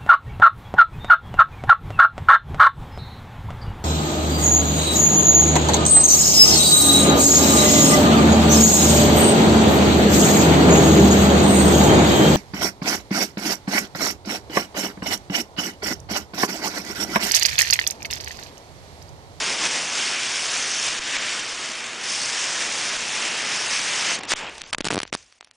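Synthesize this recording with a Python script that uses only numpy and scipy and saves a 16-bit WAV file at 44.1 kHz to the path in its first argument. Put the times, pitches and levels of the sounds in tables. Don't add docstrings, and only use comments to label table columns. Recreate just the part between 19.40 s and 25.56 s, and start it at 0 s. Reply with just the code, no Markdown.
import sys
import numpy as np
from scipy import signal
from scipy.io import wavfile
from scipy.ndimage import uniform_filter1d, minimum_filter1d

SR = 44100
rng = np.random.default_rng(int(sys.argv[2]) if len(sys.argv) > 2 else 0)


def transcribe(signal):
    frames = np.atleast_2d(signal).T
    limited = np.clip(frames, -1, 1)
    pcm = np.round(limited * 32767).astype(np.int16)
    wavfile.write(sys.argv[1], SR, pcm)


def invert_db(level):
    return 10 ** (np.asarray(level, dtype=float) / 20)


N = 271638


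def rms_one(x):
    return x / np.sqrt(np.mean(x ** 2) + 1e-20)


def butter(x, hz, kind, order=2):
    return signal.sosfilt(signal.butter(order, hz, kind, fs=SR, output="sos"), x)


def fade_away(x, seconds):
    return signal.lfilter([1], [1, -np.exp(-1 / (seconds * SR))], x + 1e-18)


def drift(rate):
    r = np.exp(-80 * np.pi * rate / SR)
    noise = rng.standard_normal(N // 40 + 2002)
    slow = signal.lfilter([1], [1, -2 * r, r * r], noise)[2000:]
    return np.interp(np.arange(N) / 40, np.arange(len(slow)), rms_one(slow))


def bands(source, spectrum):
    edges = 89 * 2 ** (np.arange(36) / 5)
    hz_points, db_points = np.transpose(spectrum)
    for k, (low, high) in enumerate(zip(edges, edges[1:])):
        hz = np.sqrt(low * high)
        level_db = np.interp(np.log(hz), np.log(hz_points), db_points)
        yield hz, invert_db(level_db) * butter(source[k % 2], [low, high], "band")


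# frequency in Hz, level in dB per Hz.
NIGHT_COLOUR = [(35, -57), (60, -22), (886, 2), (1510, -9), (1720, -14), (9900, 8)]
# frequency in Hz, level in dB rms.
FAR_HUM = [
    (60, -72),
    (120, -61),
    (240, -58),
]


def night():
    air = sum(part for hz, part in bands(rng.standard_normal((2, N)), NIGHT_COLOUR))
    hum = np.zeros(N)
    for hz, db in FAR_HUM:
        hum += invert_db(db + 0.5 + 2.2 * drift(3.6)) * np.sin(2 * np.pi * hz * np.arange(N) / SR)
    return invert_db(-69.5) * rms_one(air), hum


# time in seconds, level in dB.
DRAUGHT = [(0, -54), (.5, -67), (1.02, -66.5), (2.5, -70), (3.8, -67), (4.25, -62), (5.3, -58), (5.5, -50),
           (5.72, -63), (5.77, -66), (5.89, -72), (5.92, -80), (6.16, -78)]


def draught():
    level_db = np.interp(np.arange(N) / SR, *np.transpose(DRAUGHT))
    return invert_db(level_db) * rms_one(butter(rng.standard_normal(N), [30, 95], "band"))


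# time in seconds, hiss in dB, brightness in dB, roar in dB.
STEADY_BURN = [(0.0, -28, -1.5, -7.5), (0.17, -30.5, 1, -7.5), (0.5, -31.5, 1.5, -7.5), (0.58, -27, 0, -9),
               (0.76, -28, -3, -12), (1.02, -30.5, 3.5, -9.5), (1.4, -30.5, 3.5, -10),
               (1.62, -30.5, -5, -11), (1.92, -28.5, -2, -11.5), (2.08, -33, -0.5, -9.5),
               (2.58, -34.5, -7.5, -8), (2.7, -31.5, 5, -9), (2.9, -30, 2.5, -9.5),
               (3.52, -29.5, 0.5, -8.5), (3.68, -31.5, 0, -9), (3.9, -29, -3, -9),
               (4.42, -28.5, 0.5, -10.5), (4.73, -26.5, -1.5, -9)]
# time in seconds, hiss in dB, brightness in dB, roar in dB.
FALTER = [
    (4.75, -30, 5, -10),
    (4.785, -35.5, -13, -3),
    (4.8, -43.5, -11, -4.5),
    (4.87, -42, -18, -2.5),
    (4.893, -34, 6, -8),
    (4.915, -24.5, 3, -5),
    (4.94, -23, -5, -10),
]
# time in seconds, hiss in dB, brightness in dB, roar in dB.
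DYING = [
    (4.97, -29, -2, -12),
    (5.006, -33, -14, -6),
    (5.082, -35, -22.5, -4),
    (5.11, -43, -10, -3),
    (5.208, -48.5, 0, -6),
    (5.3, -48, -2, -3),
    (5.32, -58, -1, -2),
    (5.77, -69, 4.5, -7),
    (6.16, -75, -4, -5),
]
# peak in seconds, gain in dB, rise in seconds, fall in seconds.
SURGES = [(0.104, 2.5, 0.11, 0.054), (0.266, 7, 0.087, 0.015), (0.345, 4.5, 0.059, 0.091),
          (0.73, 0.5, 0.11, .03), (1.15, 2, 0.064, 0.13), (1.468, 5, 0.044, 0.096), (1.764, 3, 0.1, 0.029),
          (1.84, -0.5, 0.031, .06), (2.22, 2, 0.03, 0.12), (2.73, 0, 0.072, 0.022), (3.22, 2, 0.032, 0.031),
          (3.76, 3.5, 0.072, 0.18), (4.15, 2, 0.11, 0.045), (4.33, 2.5, .04, 0.096),
          (4.81, 9, 0.0091, 0.012), (4.836, 7.5, .012, 0.032)]
# start in seconds, level in dB, fade in dB per second.
EMBERS = [
    (5.35, -51, 23),
    (5.386, -54, 31),
    (5.66, -55.5, 120),
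    (5.77, -51, 137),
]


def effort():
    t = np.arange(N) / SR
    s, hiss_db, bright_db, roar_db = np.transpose(STEADY_BURN + FALTER + DYING)
    surge_db = np.zeros(N)
    for peak, db, rise, fall in SURGES:
        surge_db += db * np.clip(np.minimum(1 + (t - peak) / rise, 1 - (t - peak) / fall), 0, 1)
    hiss_db = np.interp(t, s, hiss_db) + surge_db
    for start, db, fade in EMBERS:
        sigh_db = np.where(t > start, db - fade * (t - start), -np.inf)
        hiss_db = np.maximum(hiss_db, sigh_db)
    bright_db = np.interp(t, s, bright_db) - 0.2 * surge_db
    roar_lag_s, roar_inertia = 0.069, 0.37
    r = np.exp(-1 / (roar_lag_s * SR))
    trailing_db = hiss_db[0] + signal.lfilter([1 - r], [1, -r], hiss_db - hiss_db[0])
    roar_db = np.interp(t, s, roar_db) + roar_inertia * (trailing_db - hiss_db)
    return hiss_db, bright_db, roar_db


# frequency in Hz, level in dB per Hz.
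JET_COLOUR = [(100, -22), (125, -15), (165, -14.5), (240, -10.5), (620, -8), (1350, -6), (1650, -3.5),
              (2600, -2), (3400, -3.5), (4200, -7.5), (5000, -2), (5800, -1.5), (7200, -6), (9900, -15)]


def jet(spark_db, sparks_per_s, flutter_db, patchy_db):
    usual_bright_db, usual_roar_db, jet_db = 2.5, -9, 5
    hiss_db, bright_db, roar_db = effort()
    sizes = invert_db(8 * np.minimum(rng.exponential(1, N), 4))
    sparks = sizes * (rng.random(N) < sparks_per_s / SR)
    snaps = rms_one(butter(sparks, 3500, "high", order=1))
    stand_out_db = np.clip(-30 - hiss_db, 0, 5)
    source = rng.standard_normal((2, N)) + invert_db(spark_db + stand_out_db) * snaps
    flutter = flutter_db * (drift(1.9) + 0.49 * drift(45.0))
    out, plain = np.zeros((2, N))
    for hz, part in bands(source, JET_COLOUR):
        top = np.clip(np.log2(hz / 2700) * 0.61, 0, 1)
        low = np.clip(np.log2(1600 / hz), 0, 1)
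        if hz > 7000:
            top = top * 0.7
        tilt_db = top * (bright_db - usual_bright_db) + low * (roar_db - usual_roar_db)
        out += part * invert_db(tilt_db + flutter + patchy_db * drift(5.3))
        plain += part
    return invert_db(hiss_db + jet_db) * out / np.std(plain)


# time in seconds, crack in dB, push of air in dB, debris in dB.
LONE_STARS = [(1.7673, -5, -39, -29), (4.79, -17.5, -25, -29), (4.8348, -15, -42, -31),
              (4.8535, -15, -32, -39), (4.9197, -5, -40, -17), (4.9367, 0, -16.5, -45),
              (5.1807, -29, -39, -30), (5.2176, -5, -35, -38), (5.2393, -13.5, -36, -41),
              (5.6527, -21, -37, -54), (5.6774, -21, -55, -42), (5.728, -21, -18, -20),
              (5.737, -12, -41, -23.5), (5.7398, -25, -37, -27), (5.7445, -26, -47, -25),
              (5.75, -23, -18.5, -19.5), (5.7617, -24, -41, -34), (5.925, -31, -58, -49),
              (6.0095, -18, -54, -40), (6.0276, -28, -63, -67), (6.046, -29, -55, -41),
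              (6.0732, -36.5, -55, -65), (6.1122, -22.5, -60, -60)]
# time in seconds, crack in dB, push of air in dB, debris in dB.
VOLLEY = [(5.3297, -3, -26, -36), (5.336, -6.5, -38, -26), (5.3476, 0, -25, -21.5),
          (5.3838, -5, -20.5, -27), (5.4067, -6, -15, -30), (5.4103, -5, -22, -32),
          (5.4449, -17, -19.5, -24), (5.4528, -8, -19, -22.5), (5.4577, -21, -35, -35),
          (5.4664, -11, -20, -29), (5.4702, -8, -16.5, -24.5), (5.4735, -2, -28, -46),
          (5.4851, -6.5, -23, -25), (5.505, -7, -41, -18.5), (5.5092, -12, -14.5, -30),
          (5.5134, -10, -22, -20), (5.5213, -12, -20, -24), (5.5282, -21, -13.5, -28),
          (5.5333, -13, -17, -26), (5.538, -17, -35, -28), (5.543, -21, -43, -26),
          (5.5466, -19, -13.5, -45), (5.5573, -11, -15, -27), (5.5684, -17, -14, -33),
          (5.5785, -7, -11.5, -35), (5.5808, -13, -39, -43.5), (5.5895, -6, -39, -26),
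          (5.6026, -4.5, -45, -35), (5.6169, -28, -43, -36), (5.6318, -13, -21, -18)]
# start in seconds, length in milliseconds, level in dB.
FIZZES = [(5.3312, 3.9, -20), (5.501, 1.8, -41), (5.394, 3.5, -46), (5.42, 4.5, -40.5), (5.433, 2.4, -61),
          (5.451, 20, -32), (5.507, 5.9, -39), (5.535, 12, -38), (5.616, 6.2, -33), (5.74, 5.2, -35),
          (5.208, 7.1, -36)]


def stars():
    shock, push, spray, fizz = np.zeros((4, N + 200))
    for table, usual_ms in ((LONE_STARS, 0.22), (VOLLEY, 0.15)):
        chances = rng.standard_normal((len(table), 2))
        for (s, crack_db, push_db, debris_db), (toss, size) in zip(table, chances):
            sign = np.sign(toss + 0.7)
            width_ms = usual_ms * invert_db(5.5 * size)
            at = round(s * SR) - 1
            phase = np.arange(200) / max(0.4 * width_ms * SR / 1000, 1.5)
            height = max(invert_db(crack_db + 2.8) - invert_db(push_db + 1.0), invert_db(crack_db - 12.0))
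            shock[at:at + 200] += sign * height * (1 - phase) * np.exp(-.8 * phase)
            push[at] += sign * invert_db(push_db + 5.5)
            spray[at + 4] += invert_db(debris_db + 3.0)
    for s, length_ms, level_db in FIZZES:
        fizz[round(s * SR):round((s + length_ms / 1000) * SR)] = invert_db(level_db)
    push_s, mic_low_hz, debris_s = 0.0015, 234, 0.0016
    swing = butter(fade_away(push, push_s), mic_low_hz, "high")
    cracks = butter(butter(shock, 240, "high") + swing, 5500, "low", order=1)
    dying = fade_away(spray, debris_s) + uniform_filter1d(fizz, size=40)
    grit = rng.standard_normal(N) * invert_db(0.87 * drift(440.0))
    debris = dying[:N] * rms_one(butter(grit, [1000, 6500], "band", order=1))
    return cracks[:N] + debris


# time in seconds, depth in dB.
DUCKS = [(0.269, -2), (1.085, -6), (1.491, 3), (1.595, 6.5), (1.77, 3), (2.012, 1.5), (2.132, 2), (3.28, 2),
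         (3.57, 4), (4.916, 3.5), (4.938, 25), (5.218, 3), (5.338, -1), (5.349, 5.5), (5.409, 25),
         (5.636, -2)]


def gain_control():
    drops = np.zeros(N)
    for s, depth_db in DUCKS:
        drops[round(s * SR)] = max(depth_db, 0)
    recovery_s = 0.023
    return invert_db(-fade_away(drops, recovery_s))


def scene():
    air, hum = night()
    burn = jet(spark_db=-4.0, sparks_per_s=740, flutter_db=0.13, patchy_db=0.78) + draught()
    audible = np.clip((5.3 - np.arange(N) / SR) / 0.52, .03, 1)
    gain = gain_control()
    offset_db = -34.5
    thump = butter(invert_db(offset_db) * (gain - 1), 11, "high", order=1)
    return np.tile(gain * (burn + air + audible * hum) + thump + stars(), (2, 1))


def starve(x, margin_db, tilt_db, shelf_db, luck_db, hole_share, smear_db):
    frame_s, first_frame_s = 576 / 22050, .0084
    hz, s, spec = signal.stft(x, SR, nperseg=256)
    band, band_hz = np.arange(len(hz)) // 2, hz[::2, None]
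    size = np.sqrt([np.mean(np.abs(spec[band == k]) ** 2, axis=0) for k in range(band.max() + 1)])
    frame_peak = np.zeros(int(N / SR / frame_s) + 3)
    sample_frame = ((np.arange(N) / SR - first_frame_s) / frame_s + 1).astype(int)
    np.maximum.at(frame_peak, sample_frame, np.abs(x))
    frame = (s - first_frame_s) / frame_s + 1
    peak = np.maximum(frame_peak[frame.astype(int)], frame_peak[(frame - .5).astype(int)])
    luck = uniform_filter1d(rng.standard_normal(size.shape), size=3) * np.sqrt(3)
    upper = band_hz > 4700
    need_db = 20 * np.log10(peak + 1e-9) - margin_db
    need_db = need_db + upper * (shelf_db + tilt_db * np.log2(band_hz / 5000 + .1))
    need_db = need_db + 2.7 * np.minimum(np.log2(band_hz / 2500 + .02), 0)
    held = -minimum_filter1d(-size ** 2, size=3)
    held_db = 10 * np.log10(uniform_filter1d(held, size=3, axis=0) + 1e-20)
    keep = np.clip((held_db - need_db - luck_db * luck) / 2, .02, 1)
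    missed = upper & (rng.random(size.shape) < hole_share)
    holes = minimum_filter1d(minimum_filter1d(1. - missed, size=3), size=2, axis=0)
    keep *= np.maximum(holes, .02)
    grain = rng.standard_normal(spec.shape) + 1j * rng.standard_normal(spec.shape)
    spec = (spec + invert_db(smear_db) * size[band] * grain) * keep[band]
    return signal.istft(spec, SR, nperseg=256)[1][:N]


def roll_off(x):
    return signal.sosfilt(signal.butter(12, 10780, fs=SR, output="sos"), x)


def record(dry):
    mono = starve(dry[0], margin_db=54.5, tilt_db=0.0, shelf_db=9.0, luck_db=3.0, hole_share=.013, smear_db=-19.5)
    steep_cut = signal.firwin(601, 10120, window=("kaiser", 7), fs=SR)
    mono = signal.fftconvolve(mono, steep_cut, "same")
    mix = np.tile(np.clip(mono, -.48, .48), (2, 1))
    return roll_off(mix)


dry = scene()
out = record(dry)
transcribe(out)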